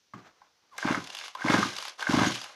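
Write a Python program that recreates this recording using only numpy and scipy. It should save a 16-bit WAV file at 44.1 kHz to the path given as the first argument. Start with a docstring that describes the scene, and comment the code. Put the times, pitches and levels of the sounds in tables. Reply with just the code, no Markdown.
"""A hand takes hold of a small petrol saw in a workshop, scuffing and knocking its plastic case.
The starter cord is then pulled three times; the engine turns over without firing. The pawls first bite with a crack.
In each pull, gliding sines puff air through the silencer while ringing modes rattle and knock the case.
As the cord winds back, short bursts of impacts tick the pawls over the flywheel.
Coloured noise makes the scuffs, the cord and fan hiss, the low shake and the air; feedback delays make the room."""
import sys
import numpy as np
from scipy import signal
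from scipy.fft import rfft, irfft, next_fast_len
from scipy.io import wavfile
from scipy.ndimage import uniform_filter1d

SR = 44100
rng = np.random.default_rng(int(sys.argv[2]) if len(sys.argv) > 2 else 0)


def put_to_file(sound):
    """Save the sound as 16-bit audio at rate SR, in the file named by the first command-line argument."""
    columns = np.atleast_2d(sound).T  # one column per channel
    safe = np.clip(columns, -1, 1)
    whole_steps = np.round(safe * 32767)
    wavfile.write(sys.argv[1], SR, whole_steps.astype(np.int16))


N = 112454


def from_db(db):
    """Amplitude factor of a level in dB."""
    return 10 ** (np.asarray(db) / 20)


def rms_one(x):
    """Scale to rms 1."""
    return x / np.sqrt(np.mean(x ** 2) + 1e-20)


def in_time(rows):
    """Table columns at every sample: -150 before the first row, the last value held after it."""
    s, *columns = np.transpose(rows)
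    t = np.arange(N) / SR
    return [np.interp(t, s, c, left=-150, right=c[-1]) for c in columns]


def noise(spectrum):
    """Steady noise coloured by (pitch [Hz], level [dB per Hz]) points; rms 1."""
    hz = np.maximum(np.arange(N // 2 + 1) * SR / N, 1)
    points_hz, points_db = np.transpose(spectrum)
    gain = from_db(np.interp(np.log(hz), np.log(points_hz), points_db))
    return rms_one(irfft(rfft(rng.standard_normal(N)) * gain, N))


def flicker(rate_hz, depth_db):
    """A gain that wanders at random: low-passed noise, in dB."""
    r = np.exp(-2 * np.pi * rate_hz / SR)
    # the first second is dropped so the filter has settled
    slow = signal.lfilter([1], [1, -2 * r, r * r], rng.standard_normal(N + SR))[SR:]
    return from_db(depth_db * rms_one(slow))


def ring(clicks, hz, t60_s):
    """Two-pole resonator: a unit click starts a decaying sine of height 1."""
    r = from_db(-60 / (t60_s * SR))
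    w = 2 * np.pi * hz / SR
    return signal.lfilter([0, np.sin(w)], [1, -2 * r * np.cos(w), r * r], clicks + 1e-18)


def impulses(s, db):
    """One click per time and level."""
    out = np.zeros(N)
    out[(np.asarray(s) * SR).astype(int)] = from_db(db)
    return out


def through(modes):
    """Broad colour that follows the modes and falls away on both sides."""
    return [(modes[0][0] / 3, -40)] + list(modes) + [(16000, modes[-1][1] - 30)]


def chatter(s, db, tilt_db, modes, t60_s, length_s, crack_db):
    """Each contact, a blow and a burst of tiny impacts, rings every mode by its own strength, and cracks."""
    t = np.arange(int(0.04 * SR)) / SR / length_s
    burst = (1 - np.exp(-8 * t)) * np.exp(-t)
    strength_db = db[:, None] + tilt_db + rng.normal(0, 2.5, (len(s), len(modes)))
    crack_envelope = signal.fftconvolve(impulses(s, db), burst)[:N]
    out = from_db(crack_db) * crack_envelope * noise(through(modes))
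    for k, (hz, level_db) in enumerate(modes):
        blows = impulses(s, strength_db[:, k] + level_db)
        envelope = signal.fftconvolve(blows, burst)[:N]
        trail = envelope * rng.standard_normal(N) / np.sqrt(length_s * SR)
        out += (-1) ** k * ring(0.53 * blows + trail, hz, t60_s)
    low_cut = signal.butter(4, modes[0][0] * 0.78, "high", fs=SR, output="sos")
    return signal.sosfilt(low_cut, out)


# exhaust puffs, one a turn: (time [s], level [dB])
PUFFS = [(.8497, -19), (.9041, -18), (.9732, -25), (1.446, -19), (1.4969, -15), (1.5387, -15),
         (1.5841, -17.5), (1.6533, -26), (2.0922, -17), (2.1367, -13.5), (2.1725, -13.5), (2.2124, -15),
         (2.2665, -18.5)]
PUFF_START_HZ, PUFF_END_HZ, PUFF_GLIDE_S, PUFF_PEAK_S = 90, 350, .005, .005
ECHO_S, ECHO_DB = .016, -10


def puffs():
    """Each puff dips in pressure, then rings upward in pitch as the port opens; a wall returns it once."""
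    t = np.arange(int(.04 * SR)) / SR
    hz = PUFF_END_HZ - (PUFF_END_HZ - PUFF_START_HZ) * np.exp(-t / PUFF_GLIDE_S)
    swell = (t / PUFF_PEAK_S * np.exp(1 - t / PUFF_PEAK_S)) ** 3
    puff = -swell * np.sin(2 * np.pi * np.cumsum(hz) / SR)
    direct = signal.fftconvolve(impulses(*np.transpose(PUFFS)), puff)[:N]
    echo = np.pad(direct, (int(ECHO_S * SR), 0))[:N]
    return direct + from_db(ECHO_DB) * echo


PORT_HZ, PORT_DB, PORT_LEAD_S = 990, -5, 0.002836  # level relative to the puff


def port():
    """The exhaust port rings as it opens, just ahead of each puff."""
    s, db = np.transpose(PUFFS)
    return ring(impulses(s - PORT_LEAD_S, db + PORT_DB), PORT_HZ, CASE_T60_S)


# knocks on the case, and two pawl ticks near 3.5 kHz, at 1.212 and 1.238 s:
# (time [s], level [dB], pitch that rings most [Hz])
KNOCKS_AND_PITCHED_TICKS = [(0.1359, -25.5, 1110), (0.4165, -34.5, 880), (0.7828, -16, 1790),
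                            (0.827, -15, 1570), (0.8857, -13, 1600), (0.9459, -12, 1850),
                            (1.2119, -15.5, 3460), (1.238, -16.5, 3500), (1.351, -22.5, 974),
                            (1.419, -19, 1520), (1.483, -8, 1920), (1.628, -9, 1250), (2.025, -16.5, 1460),
                            (2.069, -13, 1570), (2.125, -38, 1040), (2.248, -20, 1550),
                            (2.262, -13.5, 1660)]
# modes of the plastic case: (pitch [Hz], level [dB])
CASE = [(600, -9), (810, -7), (1050, -3), (1250, -6), (1570, -3), (2120, -6.5), (2750, -17), (3460, -16.5),
        (4990, -17.5)]
CASE_T60_S = .022
KNOCK_S, KNOCK_FOCUS_DB_PER_OCT, KNOCK_CRACK_DB = 0.0042, 19, -22


def knocks_and_pitched_ticks():
    """Case modes near the pitch of each knock, or of the two pawl ticks, ring most."""
    s, db, pitch_hz = np.transpose(KNOCKS_AND_PITCHED_TICKS)
    octaves_off = np.abs(np.log2(pitch_hz[:, None] / np.array(CASE)[:, 0]))
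    tilt_db = -KNOCK_FOCUS_DB_PER_OCT * octaves_off
    return chatter(s, db, tilt_db, CASE, CASE_T60_S, KNOCK_S, KNOCK_CRACK_DB)


# the other pawl ticks: (time [s], level [dB])
TICKS = [(1.0412, -32.5), (1.0722, -29), (1.1013, -30), (1.1292, -36), (1.1488, -24.5), (1.169, -30.5),
         (1.1871, -26.5), (1.281, -32), (1.3501, -33), (1.7653, -25), (1.7841, -25), (1.804, -31),
         (1.8246, -26.5), (1.8524, -24.5), (1.8812, -26.5), (2.007, -28.5), (2.0246, -25), (2.3568, -24.5),
         (2.4146, -28.5), (2.441, -27.5)]
# modes of the pawls: (pitch [Hz], level [dB])
PAWL = [(800, -11), (1130, -8.5), (2780, -8), (3460, -7), (4800, -8.5), (6300, -16.5), (10200, -23.5),
        (11600, -24)]
PAWL_T60_S, TICK_S, TICK_CRACK_DB = .015, .0035, -6


def ticks():
    """The pawls tick over the flywheel, ringing their own modes."""
    s, db = np.transpose(TICKS)
    return chatter(s, db, 0, PAWL, PAWL_T60_S, TICK_S, TICK_CRACK_DB)


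# crack colour: (pitch [Hz], level [dB per Hz])
SNAP = [(900, -12), (6000, 0), (16000, -23)]
SNAP_S, SNAP_DB, SNAP_DECAY_S = .7803, -33, .0035


def snap():
    """The pawls first bite the flywheel: a hard, bright crack of decaying noise."""
    t = np.arange(N) / SR - SNAP_S
    return from_db(SNAP_DB) * (t > 0) * np.exp(-np.abs(t) / SNAP_DECAY_S) * noise(SNAP)


RATTLE_PER_S, RATTLE_SPREAD_DB, RATTLE_NOISE_DB = 1100, 4.5, -6


def rattle():
    """Loose parts tap the case at random, over rubbing noise; rms 1."""
    sizes_db = RATTLE_SPREAD_DB * np.minimum(rng.exponential(1, N), 4)
    sizes = from_db(sizes_db) * rng.choice([-1, 1], N)
    taps = sizes * (rng.random(N) < RATTLE_PER_S / SR)
    dealt = rng.random((len(CASE), N)) < .3  # each mode hears 30 % of the taps
    rings = sum(from_db(db) * ring(taps * dealt[k], hz, CASE_T60_S) for k, (hz, db) in enumerate(CASE))
    band = signal.butter(2, [350, 5000], "band", fs=SR, output="sos")
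    rings = signal.sosfilt(band, rings)
    rub = from_db(RATTLE_NOISE_DB) * noise(through(CASE))
    return rms_one((rms_one(rings) + rub) * flicker(60, depth_db=2.5))


# motion of cord and crank: (time [s], case rattle level [dB], cord and fan hiss level [dB])
MOTION = [(.69, -86, -85), (.775, -50, -58), (.80, -49, -45), (.87, -31.5, -45), (.93, -32, -40.5),
          (.99, -41.5, -49), (1.04, -53.5, -52), (1.26, -50.5, -45), (1.335, -77, -61.5), (1.36, -54, -58),
          (1.47, -34, -42), (1.53, -25, -35.5), (1.6, -31.5, -36), (1.67, -42, -39.5), (1.73, -46.5, -44),
          (1.89, -47.5, -45.5), (1.975, -73, -66.5), (1.995, -38, -44), (2.06, -43, -47),
          (2.12, -26.5, -36), (2.2, -29.5, -35.5), (2.28, -31, -34.5), (2.34, -44.5, -38.5),
          (2.55, -55, -58)]
# cord and fan hiss colour: (pitch [Hz], level [dB per Hz])
HISS = [(400, -15.5), (2800, 10), (3460, 11), (4060, 8.5), (6410, 7), (8080, -6.5), (11000, -7.5),
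        (15800, -37)]


def motion():
    """Cord and crank drive the case rattle and a flickering hiss of cord and fan."""
    rattle_db, hiss_db = in_time(MOTION)
    hiss = noise(HISS) * flicker(110, depth_db=2.2)
    return from_db(rattle_db) * rattle() + from_db(hiss_db) * hiss


# two tones from the cord in its eyelet, two from the rotor: # (start [s], length [s], start pitch [Hz], end
# pitch [Hz], level [dB])
SCRAPES = [(.713, .06, 1250, 750, -52), (1.375, .045, 1200, 1700, -45), (2.256, .036, 4850, 5050, -29),
           (2.26, .04, 6550, 6450, -37)]


def scrapes():
    """Narrow gliding tones, roughened by slow noise on their level."""
    out = np.zeros(N)
    rough = signal.lfilter([.03], [1, -.97], rng.standard_normal(N))
    for s, length_s, start_hz, end_hz, db in SCRAPES:
        i, n = int(s * SR), int(length_s * SR)
        phase = 2 * np.pi * np.cumsum(np.linspace(start_hz, end_hz, n)) / SR
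        out[i:i + n] = from_db(db) * np.hanning(n) ** 0.3 * np.sin(phase)
    return out * (1 + .5 * rms_one(rough))


# shake colour: (pitch [Hz], level [dB per Hz])
RUMBLE = [(28, -8), (50, -17), (110, 10.5), (200, 12.5), (420, 6), (700, -60)]
SHAKE_DB, SHAKE_T60_S = -17, 0.24


def shake():
    """Each puff, and the hand's first grab, jolts the saw on the floor: low noise swells and dies away."""
    s, db = np.transpose(PUFFS + [KNOCKS_AND_PITCHED_TICKS[0][:2]])
    fade = from_db(-60 / (SHAKE_T60_S * SR))
    jolts = uniform_filter1d(np.roll(impulses(s, db), 200), size=400)  # each spread over 400 samples
    envelope = signal.lfilter([1], [1, -fade], jolts)
    return from_db(SHAKE_DB) * envelope * noise(RUMBLE)


# hand scuffs on the case: (time [s], level [dB])
GRIP = [(.134, -86), (.142, -55), (.2, -55), (.28, -58), (.35, -74.5), (.42, -65.5), (.48, -75),
        (.7, -72.5)]
# scuff colour: (pitch [Hz], level [dB per Hz])
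GRIP_COLOUR = [(150, -14), (800, -6), (1500, -6.5), (3140, -17.5), (6500, -22.5), (9000, -40.5)]


def grip():
    """The hand scuffs on the case: flickering noise, cut at the last row."""
    grip_db, = in_time(GRIP)
    held = np.arange(N) < GRIP[-1][0] * SR
    return from_db(grip_db) * noise(GRIP_COLOUR) * flicker(35, depth_db=3.0) * held


ROOM_T60_S, ROOM_DB, WALL_CUT_HZ, PUFF_ROOM_DB = 0.23, -14, 2800, -10


def workshop(x):
    """Fourteen feedback delays, duller on every round."""
    size = next_fast_len(N + SR)
    hz = np.arange(size // 2 + 1) * SR / size
    wall = 1 / (1 + 1j * hz / WALL_CUT_HZ)
    response = 0
    for k, delay_s in enumerate(rng.uniform(.009, .04, size=14)):
        loop = from_db(-60 * delay_s / ROOM_T60_S) * wall * np.exp(-2j * np.pi * hz * delay_s)
        response = response + (-1) ** k * loop / (1 - loop)
    return irfft(rfft(x, size) * response, size)[:N]


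# air colour: (pitch [Hz], level [dB per Hz])
AIR = [(40, -9), (300, -2), (800, -4.5), (2100, -5.5), (5990, -1), (7780, -18), (15800, -24)]
AIR_DB = -71


def air():
    """Steady background noise."""
    return from_db(AIR_DB) * noise(AIR)


def scene():
    """Saw and exhaust, dry and through the room, over the air."""
    exhaust = puffs()
    hits = port() + knocks_and_pitched_ticks() + ticks() + snap()
    saw = hits + motion() + scrapes() + shake() + grip()
    wet = from_db(ROOM_DB) * workshop(saw + from_db(PUFF_ROOM_DB) * exhaust)
    return (saw + exhaust + wet + air())[None]


MIC_LOW_CUT_HZ, CUTOFF_HZ = 51.5, 15900


def record(dry):
    """The microphone loses the deep bass; the top is cut."""
    low_cut = signal.butter(2, MIC_LOW_CUT_HZ, "high", fs=SR, output="sos")
    top_cut = signal.cheby2(14, 60, CUTOFF_HZ, fs=SR, output="sos")
    return signal.sosfilt(top_cut, signal.sosfilt(low_cut, dry))


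dry = scene()
out = record(dry)
put_to_file(out)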